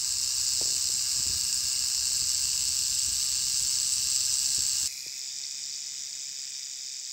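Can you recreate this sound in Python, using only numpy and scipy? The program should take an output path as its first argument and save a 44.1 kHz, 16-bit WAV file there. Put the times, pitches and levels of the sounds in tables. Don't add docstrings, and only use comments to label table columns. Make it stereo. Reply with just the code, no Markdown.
import sys
import numpy as np
from scipy import signal
from scipy.fft import rfft, irfft, next_fast_len
from scipy.io import wavfile
from scipy.ndimage import map_coordinates

SR = 44100
rng = np.random.default_rng(int(sys.argv[2]) if len(sys.argv) > 2 else 0)


def store_pcm(level_fs):
    pcm = np.round(np.clip(level_fs, -1, 1) * 32767).astype(np.int16)
    wavfile.write(sys.argv[1], SR, np.atleast_2d(pcm).T)


N = 313992

CUT_S = 4.876

# frequency_hz, density_db (per Hz)
NEAR_COLOUR = [(300, -46.5), (680, -37), (1050, -25), (2200, -25), (3300, -20), (4500, -5), (5200, -2),
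               (6500, -6), (8000, -6), (8800, -11), (9900, -48), (11200, -16), (13400, -30.5),
               (15000, -17.5)]
FAR_COLOUR = [(300, -36), (1300, -35), (2000, -20), (3000, -20), (4300, -15.5), (5000, -3), (6200, -5.5),
              (7100, -8), (8000, -8), (8700, -24.5), (9800, -47), (11500, -28.5), (13500, -36),
              (15300, -24.5)]
# centre_hz, half_width_hz, gain_db
NEAR_RING = [(1208, 23, 6), (1340, 140, -2.5), (1645, 100, 5.5), (1800, 35, -9.5), (2775, 266, 10),
             (3360, 89, -1), (4554, 140, 3.5), (5186, 97, 3.5), (5600, 80, 0), (5710, 80, 3.5),
             (5796, 47, -8), (6110, 96, 2.5), (6150, 78, 0), (6730, 110, -6.5), (6796, 125, 5.5),
             (7670, 210, 7)]
FAR_RING = [(1124, 43, -20), (2470, 140, 5), (2774, 61, -11.5), (3655, 200, 8.5), (4300, 84, -24),
            (5870, 71, 0.5), (6480, 92, -10), (6880, 78, 6.5), (7220, 33, 7)]
# frequency_hz, density_db (per Hz)
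NEAR_SIDE = [(300, -19), (850, -30), (1500, -1), (2100, -28), (2800, -5), (4100, 5), (5200, -49),
             (6500, -78), (7700, -34), (8500, -22), (9200, 8), (11200, 6), (12100, -5), (14500, 6.5)]
FAR_SIDE = [(300, -17), (750, -7.5), (1600, 2), (2100, -4), (3600, 6.5), (4200, 5), (5200, -16),
            (6500, -57), (7700, -9), (8500, -12), (9600, 6.5), (11000, -3), (12000, -9), (14500, 2)]
# pitch_hz, relative_level_db, half_length_s
NEAR_CLACKS = [(7640, -3.5, 0.00085), (7830, -5, 0.0011)]
FAR_CLACKS = [(5100, -0.19, 0.00052), (7080, -0.8, 0.00057)]
# centre_hz, half_width_hz, gain_db
FIRST_ANGLE = [(620, 900, 2), (3230, 450, -3), (4960, 200, 3), (6200, 120, -3), (7040, 130, 3.5),
               (7730, 150, -2.5)]
TURNING_ANGLE = [(2361, 450, 8), (3100, 130, -12), (3650, 180, -6), (4130, 180, 9.5), (7260, 440, -1.5),
                 (9140, 460, 19.5), (11440, 780, 15), (14500, 2000, 6)]
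NEAR_DB, NEAR_GROWS_DB_PER_S = -28, 0.1
FAR_DB, FAR_FADES_DB_PER_S, FACING_AWAY_DB = -36.5, 0.64, -2.5
TURN_START_S, TURN_END_S = 4.95, 5.29


def rattling():
    near = rattle(NEAR_COLOUR, NEAR_RING, NEAR_SIDE, NEAR_CLACKS,
                  rise_s=0.0007, decay_s=0.0045, repeat=0.34, uneven_db=0.49, jitter_s=.00006,
                  back_db=-1.64, clack_db=-4.5, jolt_db=-15, side_db=-13.5)
    near = recoloured(near, FIRST_ANGLE, [(2, 1), (2.6, 0)])
    far = rattle(FAR_COLOUR, FAR_RING, FAR_SIDE, FAR_CLACKS,
                 rise_s=0.00083, decay_s=0.0035, repeat=0.31, uneven_db=0.4, jitter_s=.00012,
                 back_db=1.0, clack_db=-6.0, jolt_db=-26.0, side_db=-16.0)
    turning = [(TURN_START_S, 1), (TURN_END_S, 0)]
    facing_away = curve(turning)
    pan_db = 2.9 * facing_away * np.array([[1], [-1]])
    far = recoloured(far, TURNING_ANGLE, turning) * amp(pan_db)
    near_db = NEAR_DB + NEAR_GROWS_DB_PER_S * since(0)
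    far_db = FAR_DB + FACING_AWAY_DB * facing_away - FAR_FADES_DB_PER_S * since(TURN_END_S)
    return cut(amp(near_db) * near, amp(far_db) * far)


# time_s, swings_per_s
SWING = [(0.0, 65.5), (0.8, 65.4), (1.25, 66.1), (1.5, 64.3), (2.45, 65.2), (2.9, 66), (3.1, 67.0),
         (3.55, 66), (3.75, 66), (4.5, 67.7), (5.3, 67), (5.6, 70), (6.2, 68.4), (7.1, 66)]
# low_hz, high_hz, lag_s
SEGMENTS = [(151, 2090, .0008), (2030, 3850, 0), (3780, 6490, .0003), (6410, 9140, -.0001),
            (8690, 16600, .0002)]


def rattle(colour, rings, side_colour, clacks, rise_s, decay_s, repeat, uneven_db, jitter_s,
           back_db, clack_db, jolt_db, side_db):
    half_swings = 2 * np.cumsum(curve(SWING)) / SR
    turns = np.interp(np.arange(int(half_swings[-1]) + 1), half_swings, np.arange(N) / SR)
    turns = turns + jitter_s * rng.standard_normal(len(turns))
    back = np.arange(len(turns)) % 2
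    force = amp(back_db * back + uneven_db * rng.standard_normal(len(turns)))
    contacts = sum(band(clatter(turns + lag, force, rise_s, decay_s, repeat), low, high)
                   for low, high, lag in SEGMENTS)

    hz, db, half_length = np.array(clacks)[back].T[:, :, None]
    t = np.arange(-SR // 500, SR // 500) / SR
    size, detune = rng.standard_normal((len(turns), 2)).T[:, :, None]
    tone = np.sin(2 * np.pi * hz * (1 + 0.024 * detune) * t)
    ping = tone * np.exp(-(t / half_length) ** 2)
    blow = amp(db + 3.45 * np.minimum(size, 2))
    clack = unit(impulses(turns[:, None] + .0006 + t, ping * blow))

    jolt = unit(band(impulses(turns + .0005, blow), 3320, 9400))
    shell = unit(coloured(unit(contacts) + amp(jolt_db) * jolt, colour, rings))
    mid = unit(shell + amp(clack_db) * clack)

    smeared = clatter(turns, force, 0.00082, 0.013, repeat, count=96)
    side = amp(side_db) * unit(coloured(smeared, side_colour))
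    return np.array([mid + side, mid - side])


def clatter(turns, force, rise_s, decay_s, repeat, count=48):
    shape = (len(turns), count)
    spread = (np.arange(count) + rng.random(count)) / count
    delay = spread * .013 - .003 + .00003 * rng.standard_normal(shape)
    swell = np.exp(-delay / decay_s) / (1 + np.exp(-delay / rise_s))
    habit = unit(signal.lfilter([1], [1, 0, -.95], rng.standard_normal(shape), axis=0))
    share = np.clip(repeat, 0, 1)
    chance = rng.choice([-1, 1], shape)
    contacts = np.sqrt(share) * habit + np.sqrt(1 - share) * chance
    return unit(impulses(turns[:, None] + delay, force[:, None] * swell * contacts))


# start_s, level_db (before the gain and tap shape in knocks)
KNOCKS = [(0.612, -32), (0.623, -39), (0.895, -46), (1.16, -51), (1.194, -49), (1.258, -47), (2.106, -53),
          (4.586, -54), (5.063, -47)]


def knocks(start_hz=800, end_hz=265, glide_s=0.0023, decay_s=0.0021, hardness=0.17,
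           body_hz=135, body_db=-16, gain_db=9, side_db=-1):
    t = np.arange(SR // 25) / SR
    start, db = np.vstack([KNOCKS, judder()]).T[:, :, None]
    bright_hz = start_hz * amp(hardness * (db - db.mean()))
    pitch_hz = end_hz + (bright_hz - end_hz) * np.exp(-t / glide_s)
    tap = np.sin(2 * np.pi * np.cumsum(pitch_hz, axis=1) / SR) * (t / decay_s) * np.exp(-t / decay_s)
    thud = amp(body_db) * np.sin(2 * np.pi * body_hz * t) * np.exp(-t / 0.01)
    mid = impulses(np.round(start * SR) / SR + t, amp(db + gain_db) * (tap + thud))
    side = amp(side_db) * signal.hilbert(mid).imag / 2
    return np.array([mid + side, mid - side])


JUDDER_START_S, JUDDER_GAP_S, JUDDER_DB, JUDDER_LOSS_DB = .655, .0222, -42.5, 1.7


def judder(count=6):
    slip = np.arange(count)
    times = JUDDER_START_S + JUDDER_GAP_S * slip + 0.0011 * rng.standard_normal(count)
    return np.column_stack([times, JUDDER_DB - JUDDER_LOSS_DB * slip])


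# start_s, level_db (before the gain and thud shape in bumps)
BUMPS = [(1.194, -35), (1.26, -35), (1.295, -32), (1.335, -39), (2.219, -36), (2.679, -42.5), (3.077, -38),
         (3.466, -44), (3.98, -45), (4.58, -34.5), (4.829, -39.5)]
# pitch_hz, relative_level_db, decay_s
GRIP = [(80.3, -2, .013), (135, -1.5, 0.0076), (267, -5.5, 0.0073), (378, -9, 0.0058)]


def bumps(attack_s=0.0056, gain_db=2):
    t = np.arange(SR // 8) / SR
    start, db = np.transpose(BUMPS)
    thud = sum(amp(level) * np.sin(2 * np.pi * hz * t) * np.exp(-t / decay) for hz, level, decay in GRIP)
    soft_thud = thud * (1 - np.exp(-t / attack_s))
    return signal.fftconvolve(impulses(start, amp(db + gain_db)), soft_thud)[:N]


# frequency_hz, density_db (per Hz)
RUMBLE = [(20, -36), (35, -12), (52, -1), (72, 1.5), (130, -5.5), (250, -16), (450, -25), (900, -46),
          (2000, -54)]
AIR = [(20, -20), (55, 4.5), (200, 0.5), (450, -10.5), (900, -8.5), (2000, -6), (8000, -31.5)]
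# time_s, level_db
RUMBLE_REST = [(0, -55.5), (1.1, -53.5), (2.9, -54.5), (4.2, -56.5)]
STIR_DB, SETTLE_S = -14, 0.067
NEAR_AIR_DB, FAR_AIR_DB, AIR_FADE_START_S, AIR_FADES_DB_PER_S = -64, -65.5, 6.15, 8


def background():
    lumps_db = 2.0 * wobble(22.03)
    rumble = unit(coloured(rng.standard_normal((2, N)), RUMBLE) * amp(lumps_db))
    air = unit(coloured(rng.standard_normal((2, N)), AIR))
    stirs = [amp(db + STIR_DB) * (since(start) > 0) * np.exp(-since(start) / SETTLE_S) for start, db in BUMPS]
    grip = np.sqrt(amp(curve(RUMBLE_REST)) ** 2 + np.sum(np.square(stirs), axis=0))
    air_db = cut(NEAR_AIR_DB, FAR_AIR_DB - AIR_FADES_DB_PER_S * since(AIR_FADE_START_S))
    mid, spread = cut(grip, 0) * rumble + amp(air_db) * air
    return stereo(mid, spread)


# frequency_hz, side_to_mid_db
WIDTH = [(30, -12), (70, -12), (150, -11.5), (400, -3), (1000, -10.5)]


def stereo(mid, spread):
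    side = coloured(spread, WIDTH)
    return np.array([mid + side, mid - side])


def recoloured(x, rings, share):
    return x + curve(share) * (coloured(x, [(1, 0.045)], rings) - x)


def coloured(x, spectrum, rings=()):
    size = 2 * next_fast_len(N // 2 + 4096)
    f = np.fft.rfftfreq(size, 1 / SR)
    db = along(spectrum, f) + sum(gain * np.exp(-((f - hz) / width) ** 2) for hz, width, gain in rings)
    cepstrum = irfft(np.log(amp(db)))
    cepstrum[1:size // 2] *= 2
    cepstrum[size // 2 + 1:] = 0
    return irfft(rfft(x, size) * np.exp(rfft(cepstrum)))[..., :N]


def band(x, low_hz, high_hz):
    sos = signal.butter(4, [low_hz, min(high_hz, .45 * SR)], "band", fs=SR, output="sos")
    return signal.sosfilt(sos, x)


def impulses(times, sizes):
    at = np.clip(np.round(times * SR), 0, N).astype(int)
    return np.bincount(at.ravel(), sizes.ravel(), N + 1)[:N]


def amp(db):
    return 10 ** (np.asarray(db) / 20)


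def unit(x):
    return x / np.sqrt(np.mean(x ** 2) + 1e-20)


def along(points, hz):
    f, v = np.transpose(points)
    return np.interp(np.log(hz + 1), np.log(f + 1), v)


def curve(rows):
    return np.interp(np.arange(N) / SR, *np.transpose(rows))


def wobble(rate):
    return map_coordinates(rng.standard_normal(int(N * rate / SR) + 4), [np.arange(N) * rate / SR])


def since(start_s):
    return np.maximum(np.arange(N) / SR - start_s, 0)


def cut(near, far):
    return np.where(np.arange(N) / SR < CUT_S, near, far)


def scene():
    return rattling() + knocks() + bumps() + background()


def record(dry, top_hz=15750):
    size = next_fast_len(N + 4096)
    kept = np.fft.rfftfreq(size, 1 / SR) < top_hz
    return irfft(rfft(dry, size) * kept, size)[:, :N]


dry = scene()
out = record(dry)
store_pcm(out)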